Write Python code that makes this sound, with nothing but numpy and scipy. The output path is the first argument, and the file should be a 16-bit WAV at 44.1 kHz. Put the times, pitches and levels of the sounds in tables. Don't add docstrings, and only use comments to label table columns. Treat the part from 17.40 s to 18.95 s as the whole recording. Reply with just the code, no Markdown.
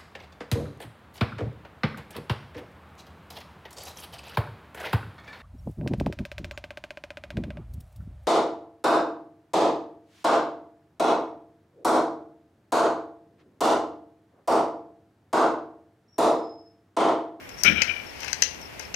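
import sys
import numpy as np
from scipy import signal
from scipy.fft import rfft, irfft, next_fast_len
from scipy.io import wavfile
from scipy.ndimage import uniform_filter1d, minimum_filter1d

SR = 44100
rng = np.random.default_rng(int(sys.argv[2]) if len(sys.argv) > 2 else 0)


def put_to_file(sound):
    columns = np.atleast_2d(sound).T
    safe = np.clip(columns, -1, 1)
    whole_steps = np.round(safe * 32767)
    wavfile.write(sys.argv[1], SR, whole_steps.astype(np.int16))


N = 68355
T = np.arange(N) / SR


def from_db(db):
    return 10 ** (np.asarray(db) / 20)


def rms_one(x):
    return x / np.sqrt(np.mean(x ** 2) + 1e-20)


def level(curve):
    return from_db(np.interp(T, *np.transpose(curve)))


def lowpass(x, hz):
    return signal.sosfilt(signal.butter(2, hz, fs=SR, output="sos"), x)


def colour(x, points):
    size = 2 * next_fast_len(N)
    hz, db = np.transpose(points)
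    freqs = np.maximum(np.arange(size // 2 + 1) * SR / size, 1)
    gain = from_db(np.interp(np.log(freqs), np.log(hz), db))
    cepstrum = irfft(np.log(gain))
    cepstrum[1:size // 2] *= 2
    cepstrum[size // 2 + 1:] = 0
    return irfft(rfft(x, size) * np.exp(rfft(cepstrum)))[..., :N]


def ring(x, modes):
    out = 0
    for k, (hz, db, t60) in enumerate(modes):
        r = np.exp(-np.log(1000) / (t60 * SR))
        w = 2 * np.pi * hz / SR
        mode = signal.lfilter([1, -np.cos(w) * r], [1, -2 * r * np.cos(w), r * r], x + 1e-18)
        out = out + (-1) ** k * from_db(db) * mode
    return out


def contact(start, length, grit):
    age = np.arange(N) - int(start * SR)
    slips = rng.standard_normal(N) * (age >= 0) * np.exp(-np.abs(age) / (length * SR))
    slips /= np.sqrt(np.sum(slips ** 2) + 1e-20)
    return np.sqrt(1 - grit) * (age == 0) + np.sqrt(grit) * slips


def swell(start, length):
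    return np.sin(np.pi * np.clip((T - start) / length, 0, 1))


def air():
    # frequency in Hz, level in dB.
    air_tone = [(25, -23), (48, -4), (70, 2.5), (130, -2.5), (300, -2), (700, -4), (1400, -10.5),
                (2400, -7), (3800, -20.5), (5500, -21.5), (8500, -28), (12000, -23.5), (15000, -27.5)]
    left_db, right_db, shared_below_hz = -44, -43.5, 105
    shared = lowpass(rng.standard_normal(N), shared_below_hz)
    highpass = signal.butter(1, shared_below_hz, "high", fs=SR, output="sos")
    each_side = signal.sosfilt(highpass, rng.standard_normal((2, N)))
    return from_db([[left_db], [right_db]]) * rms_one(colour(shared + each_side, air_tone))


def dials():
    # start in seconds, level in dB, hollow body in dB,
    # sharp edge in dB, share of ringing in dB, contact length in seconds.
    snaps = [(.091, -32, 4.5, 7.5, -3.5, 0.0058), (0.2348, -3, -7.5, 4.5, -4, 0.0018),
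             (0.4189, -7.5, 1.5, -4.5, 0, 0.0028), (0.805, -30.5, -20, 10, -1, 0.0036),
             (0.831, -27.5, 9.5, -1, 1, .003), (0.845, -25, 5.5, 8, -1.5, 0.0012),
             (.8802, -23, 12, -1.5, -3.5, 0.0058), (.9298, -13, -1.5, 1, -1.5, 0.0019),
             (1.0217, -0.5, 0.5, -1.5, -1.5, 0.0023), (1.145, -35, 0, -4, -3, 0.0011),
             (1.215, -30.5, -7, 5.5, -6, 0.0016), (1.3949, -23, -2, 6, -2.5, .002),
             (1.399, -35.5, 15, -6, 0, 0.0024), (1.5415, -22, 3.5, -2, 3.5, 0.0035)]
    # frequency in Hz, level in dB, seconds to fall 60 dB.
    dial_modes = [(557, -12.5, 0.01), (906, -15, 0.022), (1580, -7, 0.019), (1913, -10.5, 0.026),
                  (2126, -7, 0.024), (2557, -8.5, 0.028), (2762, -11.5, 0.036), (3100, -12.5, 0.038),
                  (4120, -10.5, .014), (4780, -0.5, 0.016), (5080, 0, 0.011), (5766, 1, 0.016),
                  (6200, -1, .018), (6720, -2.5, 0.013), (8520, -19.5, 0.0051), (13900, -17.5, 0.015)]
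    # frequency in Hz, level in dB.
    crack_tone = [(100, -14), (400, 4), (700, 6), (1200, 0.5), (3000, 8), (4200, 14.5), (6000, 9.5),
                  (8000, 13.5), (9700, 2.5), (11000, 6.5), (14000, 3), (16000, -2)]
    cracks, ring_drive = 0, 0
    for start, db, body_db, edge_db, ring_db, length in snaps:
        touch = from_db(db) * contact(start, length, grit=0.7)
        force = colour(touch, [(2700, body_db), (4800, 0), (6500, 0), (9000, edge_db)])
        cracks += force
        ring_drive += from_db(ring_db) * force
    return ring(ring_drive, dial_modes) + colour(cracks, crack_tone)


def chirps():
    # start in seconds, level in dB.
    pairs = [(.111, -39), (.664, -38), (1.223, -36.5), (1.421, -38.5)]
    length_s, spacing_s, from_hz, to_hz = 0.0165, 0.027, 5600, 5130
    out = 0
    for first, db in pairs:
        for start in (first, first + spacing_s):
            hz = np.interp(T, [start, start + length_s], [from_hz, to_hz])
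            out += from_db(db) * swell(start, length_s) * np.sin(2 * np.pi * np.cumsum(hz) / SR)
    return out


def thumb():
    # start in seconds, length in seconds, level in dB, pitch of the hiss in Hz.
    rubs = [(0.174, 0.054, -36.5, 5670), (0.793, 0.076, -42, 5760), (0.892, 0.037, -40, 5900),
            (1.203, 0.026, -47, 5670)]
    # time in seconds, level in dB.
    handling = [(0, -81), (.2, -47), (.6, -45), (.78, -41.5), (.835, -36), (.895, -35.5), (.96, -40.5),
                (1.01, -38), (1.18, -45.5), (1.38, -46), (1.425, -37.5), (1.49, -48), (1.55, -53)]
    # frequency in Hz, level in dB.
    skin_tone = [(100, -8), (500, 0), (900, 5), (1250, -0.5), (1600, 4.5), (2700, 6), (3600, -3.5),
                 (5500, 1.5), (7500, -13.5), (13000, -21), (16000, -21)]
    hiss_width_hz = 160
    hiss = 0
    for start, length, db, hz in rubs:
        band = signal.lfilter(*signal.iirpeak(hz, hz / hiss_width_hz, fs=SR), rng.standard_normal(N))
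        hiss += from_db(db) * np.sqrt(np.abs(swell(start, length))) * rms_one(band)
    noise = rng.standard_normal(N)
    grain_db = 4.1 * np.minimum(rng.exponential(1, N), 5)
    rustle = rms_one(colour(noise * from_db(grain_db), skin_tone))
    return hiss + level(handling) * rustle


def bar():
    # start in seconds, length in seconds, level in dB.
    slips = [(0.245, 0.01, -13.5), (0.257, 0.011, -9.5), (0.2646, 0.0091, -7.5), (0.2745, 0.011, -5),
             (0.281, 0.0094, -11.5), (0.296, 0.006, -33), (0.303, 0.0052, -46), (0.325, 0.0076, -41),
             (0.344, 0.004, -23), (.3555, 0.012, -18), (0.365, 0.012, -23.5), (0.375, 0.018, -15),
             (0.394, 0.015, -23.5), (0.402, 0.023, -18.5), (0.477, 0.012, -21.5), (0.4902, 0.014, -16),
             (0.5084, 0.0041, -18), (0.538, 0.01, -30), (0.559, 0.015, -25.5), (.595, 0.013, -29.5),
             (0.633, 0.0074, -34)]
    # frequency in Hz, level in dB, rms wander in Hz.
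    squeak_tones = [(2355, -2.5, 70), (3006, -12, 165)]
    # frequency in Hz, level in dB, seconds to fall 60 dB.
    bar_modes = [(1366, -9.5, 0.021), (1601, -12.5, 0.097), (2030, -22, 0.022), (2340, -5.5, 0.043),
                 (2444, 0, 0.029), (2916, 1.5, 0.017), (3040, -3.5, 0.024), (3084, -6.5, 0.024),
                 (3860, -7.5, 0.018), (5380, -13.5, 0.012), (13300, -27, .008)]
    # time in seconds, level in dB.
    slide = [(.240, -48), (.249, -14), (.283, -24), (.31, -22.5), (.345, -31.5), (.40, -32.5), (.47, -31),
             (.53, -39.5), (.66, -49), (.72, -78)]
    # frequency in Hz, level in dB.
    scrape_tone = [(100, -13.5), (280, 2), (450, -4), (700, -2.5), (1100, -16), (1350, 6), (1900, 6),
                   (3100, -2.5), (3500, -7.5), (4600, -16), (5700, 0), (7000, -29), (9500, -34),
                   (13300, -21), (16000, -53)]
    wander_rate_hz, ringing_db, grains_per_s = 326, -9.5, 5000
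    slipping = sum(from_db(db) * swell(start, length) for start, length, db in slips)
    squeak = 0
    for hz, db, wander_hz in squeak_tones:
        pitch = hz + wander_hz * rms_one(lowpass(rng.standard_normal(N), wander_rate_hz))
        squeak += from_db(db) * rms_one(np.sin(2 * np.pi * np.cumsum(pitch) / SR))
    grit = rng.standard_normal(N)
    ringing = ring(slipping * grit, bar_modes) / np.std(ring(grit, bar_modes))
    grains = (rng.random(N) < grains_per_s / SR) * rng.standard_normal(N)
    scrape = level(slide) * rms_one(colour(grains, scrape_tone))
    return slipping * squeak + from_db(ringing_db) * ringing + scrape


def table():
    # start in seconds, level in dB, weight of the deep thud in dB.
    bumps = [(.249, -27, -20), (.279, -22.5, 7), (0.2988, -18.5, -3), (.306, -23.5, -3.5),
             (0.3218, -21, -4.5), (0.36, -32, 8), (.384, -28, -1), (0.415, -34.5, 9), (0.483, -39.5, 16.5)]
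    # frequency in Hz, level in dB, seconds to fall 60 dB.
    table_modes = [(72.8, -16, 0.173), (95.4, -13.5, 0.13), (113, -15.5, 0.066), (190.6, 5, 0.043),
                   (229.7, 1.5, 0.068), (293, 0, 0.054), (490, -6.5, 0.035)]
    force = 0
    for start, db, deep_db in bumps:
        touch = from_db(db) * contact(start, length=0.003, grit=0.08)
        force += colour(touch, [(110, deep_db), (190, 0)])
    return lowpass(ring(force, table_modes), hz=910)


def room(x):
    # frequency in Hz, gain in dB.
    wall_tone = [(2600, -28), (5000, -13), (15000, -17.5)]
    # frequency in Hz, gain in dB.
    reverb_tone = [(80, -7.5), (300, -8), (1500, -9), (2400, -6), (3200, -3.5), (4500, -10), (6200, -13),
                   (9000, -10.5), (15000, -25)]
    wall_delay_s, tail_delay_s = 0.0137, 0.006
    early_t60_s, late_t60_s, early_over_late_db = 0.15, 0.37, 1.5
    decay = from_db(-60 * T / late_t60_s) + from_db(early_over_late_db - 60 * T / early_t60_s)
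    tail = rng.standard_normal(N) * decay * (T > tail_delay_s)
    tail /= np.sqrt(np.sum(tail ** 2))
    echo = colour(np.interp(T - wall_delay_s, T, x, left=0), wall_tone)
    return echo + colour(signal.fftconvolve(x, tail)[:N], reverb_tone)


def scene():
    # frequency in Hz, gain in dB.
    right_tone = [(70, 0.5), (190, -2), (500, -14.5), (1000, -9.5), (2300, -26), (3500, -22), (5500, -45),
                  (8000, -32), (12000, -28)]
    right_trim_db = -2
    lock = dials() + bar() + table() + thumb() + chirps()
    left = lock + room(lock)
    right = from_db(right_trim_db) * colour(lock + room(lock), right_tone)
    return np.array([left, right]) + air()


def record(dry):
    ceiling, limiter_s, stopband_hz = 0.94, 0.0013, 16460
    window = int(limiter_s * SR)
    gain = np.minimum(1, ceiling / (np.abs(dry) + 1e-9))
    gain = uniform_filter1d(minimum_filter1d(gain, window), window)
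    treble_cut = signal.cheby2(12, 70, stopband_hz, fs=SR, output="sos")
    return signal.sosfilt(treble_cut, gain * dry)


dry = scene()
out = record(dry)
put_to_file(out)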